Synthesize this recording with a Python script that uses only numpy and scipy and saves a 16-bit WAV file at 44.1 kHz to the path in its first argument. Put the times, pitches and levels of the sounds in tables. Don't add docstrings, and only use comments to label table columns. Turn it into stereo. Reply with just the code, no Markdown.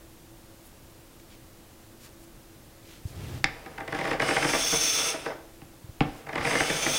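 import sys
import numpy as np
from scipy import signal
from scipy.fft import rfft, irfft, next_fast_len
from scipy.io import wavfile

SR = 44100
rng = np.random.default_rng(int(sys.argv[2]) if len(sys.argv) > 2 else 0)


def master(y):
    cut = np.clip(np.atleast_2d(y).T, -1, 1)
    pcm = np.round(cut * 32767)
    wavfile.write(sys.argv[1], SR, pcm.astype(np.int16))


N = 307818
T = np.arange(N) / SR
SIZE = next_fast_len(N + SR)
FREQ = np.maximum(np.arange(SIZE // 2 + 1) * SR / SIZE, 1)

# time_s [s], speed_m_s [m/s]
PUSHES = [
    [(3.5, .1), (3.87, 0.099), (3.96, 0.2), (4.13, 0.24), (4.185, 0.11), (4.22, 0.33), (4.28, 0.38),
     (4.39, .41), (4.44, 0.49), (4.53, 0.62), (4.7, 0.93), (4.94, 1.05), (5.01, 0.74), (5.11, 0.78),
     (5.37, 0.11)],
    [(6.06, .13), (6.27, .08), (6.42, .22), (6.47, .42), (6.55, 0.46), (6.58, 0.46), (6.8, 0.59),
     (6.87, 0.64), (6.98, 0.78)],
]
# pitch_hz [Hz], level_db [dB], t60_s [s]
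IRON_MODES = [(1000, -20.5, 0.003), (1560, -13.5, 0.0016), (1880, -3, 0.0048), (2230, -8, 0.011),
              (2403, -11.5, .012), (2880, -14, 0.0026), (3480, -22, 0.014), (3730, -20, 0.0088),
              (4910, -12.5, .005), (5155, -11, 0.0092), (5210, -12, 0.0066), (6560, -26.5, 0.0091),
              (7200, -29.5, 0.0041), (9200, -39, .018)]
# pitch_hz [Hz], level_db [dB], t60_s [s]
BENCH_MODES = [(121, -19.5, 0.065), (158.6, -19.5, 0.076), (241, -21, 0.066), (300.5, -20, 0.099),
               (375, -18.5, 0.024), (490, -21, 0.023), (605, -24.5, 0.021), (757, -14.5, 0.029),
               (811, -13, 0.018), (1070, -34, 0.085), (1270, -23.5, 0.0073), (1470, -31.5, 0.048),
               (2204, -24.5, 0.022), (2800, -14.5, 0.0039)]
# pitch_hz [Hz], level_db [dB]
DRAG_SPECTRUM = [(50, -7), (115, -5), (160, 6.5), (195, -9.5), (240, 3.5), (290, 2), (400, 4), (490, 5.5),
                 (660, 2), (780, 0.5), (1100, -2), (1400, -3.5), (2000, -6), (4000, -65)]


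def undb(db):
    return np.exp(np.asarray(db) * np.log(10) / 20)


def unit(x):
    return x / np.sqrt(np.mean(x ** 2))


def shape(x, response):
    return irfft(rfft(x, SIZE) * response, SIZE)[..., :N]


def colour(points):
    hz, db = np.transpose(points)
    curve = undb(np.interp(np.log(FREQ), np.log(hz), db))
    low_cut = np.sqrt(1 + (hz[0] / 2 / FREQ) ** 4)
    return curve / low_cut


def peaks(modes):
    power = 0
    for hz, width, db in modes:
        detuning = (FREQ / hz - hz / FREQ) * hz / width
        power = power + undb(db) ** 2 / (1 + detuning ** 2)
    return np.sqrt(power)


def ring(blows, modes):
    t = T[:SR // 3]
    response = np.zeros(len(t))
    for k, (hz, db, t60) in enumerate(modes):
        response += (-1) ** k * undb(db - 60 * t / t60) * np.sin(2 * np.pi * hz * t)
    return signal.oaconvolve(blows, response)[:N]


def add(track, s, sound):
    i = int(s * SR)
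    track[i:i + len(sound)] += sound[:max(N - i, 0)]


def step(x, middle, width):
    return .5 + .5 * np.tanh((x - middle) / width / 2)


def swell(s, length, db):
    return undb(db) * np.exp(-((T - s) / length) ** 2)


def walk(rate):
    return 1.2 * np.interp(T * rate, np.arange(8192), rng.standard_normal(8192))


def grains(spread_db):
    size = undb(spread_db * rng.standard_normal(N))
    return unit(rng.standard_normal(N) * size)


def cutting(grain_db=0.94, grain_rate=60):
    # pitch_hz [Hz], level_db [dB]
    rasp_spectrum = [(700, -37), (1300, -1.5), (1650, -8), (2250, 0), (2700, -1), (3200, -3.5), (4000, -9),
                     (6000, -12.5), (12000, -30)]
    hiss_spectrum = [(1500, -36), (3500, -2.5), (6200, -10), (7200, -9.5), (9000, 2), (11000, -3.5),
                     (12200, -18), (14000, -6), (15500, -42)]
    # pitch_hz [Hz], width_hz [Hz], level_db [dB]
    mouth_modes = [(4820, 152, -3.5), (5270, 130, -3.5), (6060, 67, -15), (7080, 98, -3.5), (8350, 180, 5),
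                   (9600, 250, -4), (10360, 220, -0.5), (10940, 240, -13), (11300, 270, -13)]
    # pitch_hz [Hz], width_hz [Hz], first_stroke_db [dB], second_stroke_db [dB]
    blade_modes = [(2550, 390, -22, -21), (3460, 150, -6, -6), (4480, 68, -10, -12), (5510, 250, 0.5, -6),
                   (5800, 69, -24, -12), (5960, 51, -12, -5), (6145, 134, 4.5, -0.5), (6406, 105, 1, 1.5),
                   (13000, 210, -26, -22), (15100, 420, -18, -18.5)]
    # level where the two power laws cross [dB], knee speed [m/s],
    # power of speed below the knee [exponent], power above it [exponent]
    drag_law = (-34, 0.47, 1.39, -1.26)
    rasp_law = (-36.5, .29, 2.5, 0.14)
    squeak_law = (-38.5, 0.38, 3, -1)
    mouth_law = (-34.5, .44, 5, -0.36)
    hiss_law = (-45, 0.5, 2, 1.5)
    blade_law = (-25, 0.78, 3.5, 0.58)
    whine_law = (-28.5, 0.4, 5.0, -3.0)
    # peak_s [s], length_s [s], level_db [dB]
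    heel_drag = (5.3, 0.044, -44.5)
    clears_s, clear_fade_s, cleared_db = 5.124, 0.0099, -11
    filled_m, fill_over_m, filled_db = 0.43, 0.087, -5.5

    drag = unit(shape(grains(2.5), colour(DRAG_SPECTRUM)))
    rasp = unit(shape(grains(6.3), colour(rasp_spectrum)))
    hiss = unit(shape(grains(4.3), colour(hiss_spectrum)))
    squeak_tilt = colour([(4200, -8), (4700, 2)])
    squeak = unit(shape(grains(5.5), peaks(mouth_modes[:2]) * squeak_tilt))
    mouth_tilt = colour([(4200, -20), (6000, -12), (11000, -18), (12200, -25)])
    mouth = resonate(mouth_modes[2:], mouth_tilt, grain_db=4.5)
    radiation = colour([(1500, -3), (2600, 5), (6550, -3), (7000, -7), (12000, -9), (13400, 0.5)])
    bites = [1 - (1 - undb(cleared_db)) * step(T, clears_s, clear_fade_s), 1]

    out = swell(*heel_drag) * drag
    for k, (push, bite) in enumerate(zip(PUSHES, bites)):
        speed, travel = motion(push)
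        stroke_modes = [(hz, width, db[k]) for hz, width, *db in blade_modes]
        blade = resonate(stroke_modes, radiation, grain_db=1.5)
        filling = undb(filled_db * step(travel, filled_m, fill_over_m))
        layers = ((drag, drag_law), (rasp, rasp_law), (squeak, squeak_law), (filling * mouth, mouth_law),
                  (hiss, hiss_law), (bite * blade, blade_law), (whine(travel), whine_law))
        cut = sum(sound * follow(speed, law) for sound, law in layers)
        unevenness = undb(grain_db * walk(grain_rate))
        out = out + bite * unevenness * cut
    return out


def motion(push, ease_s=0.0424):
    s, v = np.transpose(push)
    times = np.r_[s[0] - ease_s, s, s[-1] + ease_s]
    speed = np.interp(T, times, np.r_[0, np.abs(v), 0])
    return speed, np.cumsum(speed) / SR


def follow(speed, law):
    db, knee, below, above = law
    gain = np.zeros(N)
    moving = speed > 0
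    r = speed[moving] / knee
    gain[moving] = undb(db) * r ** below * (1 + r ** 4) ** ((above - below) / 4)
    return gain


def resonate(modes, tilt, grain_db, wander_db=1.6, wander_rate=7):
    out = 0
    for k in range(2):
        ringing = shape(grains(grain_db), peaks(modes[k::2]) * tilt)
        out = out + undb(wander_db * walk(wander_rate)) * ringing
    return unit(out)


def whine(travel, far_hz=2680, climb_hz=810, climb_m=.3, wander_rate=170, overtone=1.37, overtone_db=-5):
    pitch_hz = far_hz - climb_hz * np.exp(-travel / climb_m)
    phase = 2 * np.pi * np.cumsum(pitch_hz) / SR
    out = np.zeros(N)
    for ratio, gain in ((1, 1), (overtone, undb(overtone_db))):
        out += gain * walk(wander_rate) * np.sin(ratio * phase)
        out += gain * walk(wander_rate) * np.cos(ratio * phase)
    return out


def catches():
    # start_s [s], strength_db [dB], catches in the burst [count]
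    bursts = [(3.665, -12.5, 1), (3.785, -7.5, 2), (3.8827, -4.5, 1), (3.9297, -1.5, 2), (3.9933, -1.5, 2),
              (4.0453, -5, 1), (4.0569, -0.5, 2), (4.1163, 2.5, 1), (4.1349, -1.5, 1), (4.2028, 5, 2),
              (4.2916, 3.5, 2), (4.37, 5.5, 1), (4.4304, 4, 2), (4.4947, -1.5, 1), (4.5379, 4.5, 1),
              (4.5515, 0, 1), (4.7312, 8, 1), (5.1419, 1, 1), (5.2643, 5, 1), (5.3063, -5, 1),
              (6.272, -12.5, 1), (6.2945, -9, 1), (6.3345, -7, 1), (6.3605, -0.5, 2), (6.4133, -2, 1),
              (6.454, 3, 2), (6.5144, 3.5, 2), (6.5578, 5, 1), (6.6083, 8, 1), (6.7058, 5.5, 1),
              (6.8672, 5, 1)]
    iron_db, board_db, board_give = -30, -32.5, 0.77
    dull_from_m, dull_over_m, dull_db = 0.33, 0.029, -11.5
    repeat_s, repeat_db, quickens_m_s = .025, -1.1, 1.99
    motions = [motion(push) for push in PUSHES]
    rows = []
    for s, strength, count in bursts:
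        i = int(s * SR)
        speed, travel = max((v[i], m[i]) for v, m in motions)
        dull = dull_db * step(travel, dull_from_m, dull_over_m)
        gap = repeat_s / (1 + speed / quickens_m_s)
        for k in range(round(count)):
            db = strength + k * repeat_db
            rows.append((s + k * gap, iron_db + db + dull, board_db + board_give * db))
    return rows


def judder(clack_db=21, thump_db=13, nip_db=2, nip_s=0.0023, creep_s=0.0098, settle_s=0.00063,
           scrape_db=-3, dull_db=-6, rebound_s=0.00204, rebound_db=-6):
    iron, board, edge = np.zeros((3, N))
    lead_s = .008
    t = T[:SR // 40] - lead_s
    creep = np.exp(np.minimum(t / creep_s, -t / settle_s))
    for s, clack, thump in catches():
        scrape, fibres = rng.standard_normal((2, len(t)))
        scrape *= creep * undb(scrape_db) / np.linalg.norm(creep)
        add(iron, s - lead_s, scrape * undb(clack + clack_db))
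        add(iron, s - .001, undb([clack + clack_db]))
        add(board, s - lead_s, scrape * undb(thump + thump_db + dull_db))
        add(board, s - .001, undb([thump + thump_db]))
        rebound_at = s + rebound_s * rng.uniform(0, 1.77)
        add(board, rebound_at, -undb([thump + thump_db + rebound_db]))
        nip = np.exp(-((t + 0.0033) / nip_s) ** 2)
        add(edge, s - lead_s, fibres * nip * undb(clack + nip_db))
    soft = colour([(100, -7.5), (300, 2.5), (1200, 2), (2400, -4.5), (3500, -8.5), (6000, -23), (12000, -18)])
    sharp = colour([(2000, 7), (5000, -7), (7300, -10.5), (10000, -13.0), (12500, -34.0)])
    return shape(ring(iron, IRON_MODES) + ring(board, BENCH_MODES), soft) + shape(edge, sharp)


def shudder(shudder_db=1.0, rise_s=0.0022, decay_s=0.016):
    t = T[:SR // 8]
    burst = np.minimum(t / rise_s, np.exp((rise_s - t) / decay_s))
    envelope = np.zeros(N)
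    for s, _, thump in catches():
        add(envelope, s - .003, undb(thump + shudder_db) * burst)
    return envelope * unit(shape(rng.standard_normal(N), colour(DRAG_SPECTRUM)))


def overhang(x, middle_s=5.22, span_s=0.29, edge_hz=270, loss_db=-9):
    lift = np.exp(-((T - middle_s) / span_s) ** 4)
    boom = shape(x, 1 / (1 + (FREQ / edge_hz) ** 8))
    return x - lift * (1 - undb(loss_db)) * boom


def landings(crack_db=-20, crack_s=.0018, rattle_db=-27, rattle_s=0.03):
    # start_s [s], iron_db [dB], bench_db [dB],
    # gap to the second contact [s], level of the second contact against the first [dB]
    contacts = [(3.4425, 2.5, -9, 0.0023, -12), (5.618, -35.5, -24.5, 0.00069, -13),
                (6.0067, -14, 4, .0045, -11.5), (6.0202, -23, -15, .005, -9)]
    iron, board = np.zeros((2, N))
    for s, iron_db, bench_db, gap, second_db in contacts:
        for at, db in ((s, 0), (s + gap, second_db)):
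            add(iron, at, undb([iron_db + db]))
            add(board, at, undb([bench_db + db]))
    t = T[:SR // 12]
    out = ring(iron, IRON_MODES) + ring(board, BENCH_MODES)
    noises = ((iron, crack_db, crack_s, 7000), (board, rattle_db, rattle_s, 2400))
    for blows, db, decay_s, top_hz in noises:
        lowpass = signal.butter(3, top_hz, fs=SR, output="sos")
        burst = signal.sosfilt(lowpass, rng.standard_normal(len(t)))
        out += signal.oaconvolve(blows, undb(db) * burst * np.exp(-t / decay_s))[:N]
    return out


def handling(bump_s=0.0041, drone_db=-36.0, sleeve_db=-44.0, sleeve_attack_s=0.057, sleeve_release_s=0.028):
    # start_s [s], level_db [dB], pitch_hz [Hz]
    bumps = [(3.053, -23.5, 98), (5.842, -35.5, 109), (5.891, -33.5, 93), (6.006, -33, 65.4),
             (6.401, -30, 89)]
    # peak_s [s], length_s [s], level_db [dB], centre_hz [Hz]
    rustles = [(.665, .03, -56, 13000), (1.2, 0.0043, -54, 2000), (1.327, 0.04, -57.5, 2500),
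               (2.04, 0.042, -53.5, 4960), (2.064, 0.024, -58, 1200), (2.23, 0.031, -59, 8000),
               (2.924, 0.072, -53, 2660), (3.09, 0.034, -54.5, 5940), (6.17, 0.05, -57.5, 6500)]
    # pitch_hz [Hz], level_db [dB]
    sleeve_spectrum = [(120, -51), (200, -1), (277, -3), (314, 0.5), (350, -2), (896, -11), (980, -12),
                       (2950, -15), (15000, -29)]
    grip_s, grip_end_s, attack_s, release_s = 3.154, 3.4, 0.034, 0.032

    out, t = np.zeros(N), T[:SR // 8]
    for s, db, hz in bumps:
        envelope = t / bump_s * np.exp(1 - t / bump_s)
        add(out, s, undb(db) * envelope * np.sin(2 * np.pi * hz * t))
    drone = step(T, grip_s, attack_s) * step(-T, -grip_end_s, release_s)
    sleeve = step(T, grip_s, sleeve_attack_s) * step(-T, -grip_end_s, sleeve_release_s)
    out += drone * undb(drone_db) * unit(shape(grains(0), peaks([(94.5, 74, 0)]) ** 2))
    out += sleeve * undb(sleeve_db) * unit(shape(grains(5.4), colour(sleeve_spectrum)))
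    crinkle = grains(7.0)
    for s, length, db, hz in rustles:
        out += swell(s, length, db) * unit(shape(crinkle, peaks([(hz, hz, 0)])))
    return out


def workshop(x, early_db=-10, early_t60=0.27, tail_db=-14, tail_t60=0.69):
    # delay_s [s], level_db before absorption [dB]
    echoes = [(0.0115, -36), (0.0153, -18.5), (.0215, -57)]
    t = T[:SR * 3 // 4]
    response = np.zeros(len(t))
    for db, t60 in ((early_db, early_t60), (tail_db, tail_t60)):
        onset = np.clip(t / 0.0029 - 1, 0, 1)
        scatter = rng.standard_normal(len(t)) * undb(-60 * t / t60) * onset
        response += undb(db) * scatter / np.linalg.norm(scatter)
    for delay, db in echoes:
        add(response, delay, undb([db]))
    absorption = colour([(40, 16.5), (200, 3.0), (700, 7.5), (2000, 2), (4000, 1), (12000, -6.5)])
    return x + shape(signal.oaconvolve(x, response)[:N], absorption)


def background(air_db=-52, hum_hz=332.3, hum_width_hz=7, hum_db=-59.5, hiss_db=-57, low_db=-80):
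    # pitch_hz [Hz], level_db [dB]
    air_spectrum = [(20, 0), (37, 2), (54, -5), (122, -1), (161, -8.5), (245, -7), (289, -7.5), (400, -12),
                    (549, -12.5), (1100, -18.5), (2200, -23.5), (4500, -26), (9000, -28.5), (15500, -31)]
    air = undb(air_db) * unit(shape(rng.standard_normal(N), colour(air_spectrum)))
    hum_bands = peaks([(hum_hz, hum_width_hz, 0), (544, 12, -12)])
    hum = undb(hum_db) * unit(shape(rng.standard_normal(N), hum_bands))
    own = rng.standard_normal((2, N))
    low = unit(shape(own, colour([(30, 23), (300, -4), (3000, -49)])))
    return air + hum + undb(hiss_db) * own + undb(low_db) * low


def scene(knock_room_db=-3):
    knocks, share = landings(), undb(knock_room_db)
    planing = overhang(cutting() + judder() + shudder())
    roomy = workshop(planing + share * knocks)
    return roomy + (1 - share) * knocks + handling() + background()


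def record(dry, top_hz=15850):
    lowpass = signal.ellip(12, .1, 80, top_hz, fs=SR, output="sos")
    return signal.sosfilt(lowpass, dry)


dry = scene()
out = record(dry)
master(out)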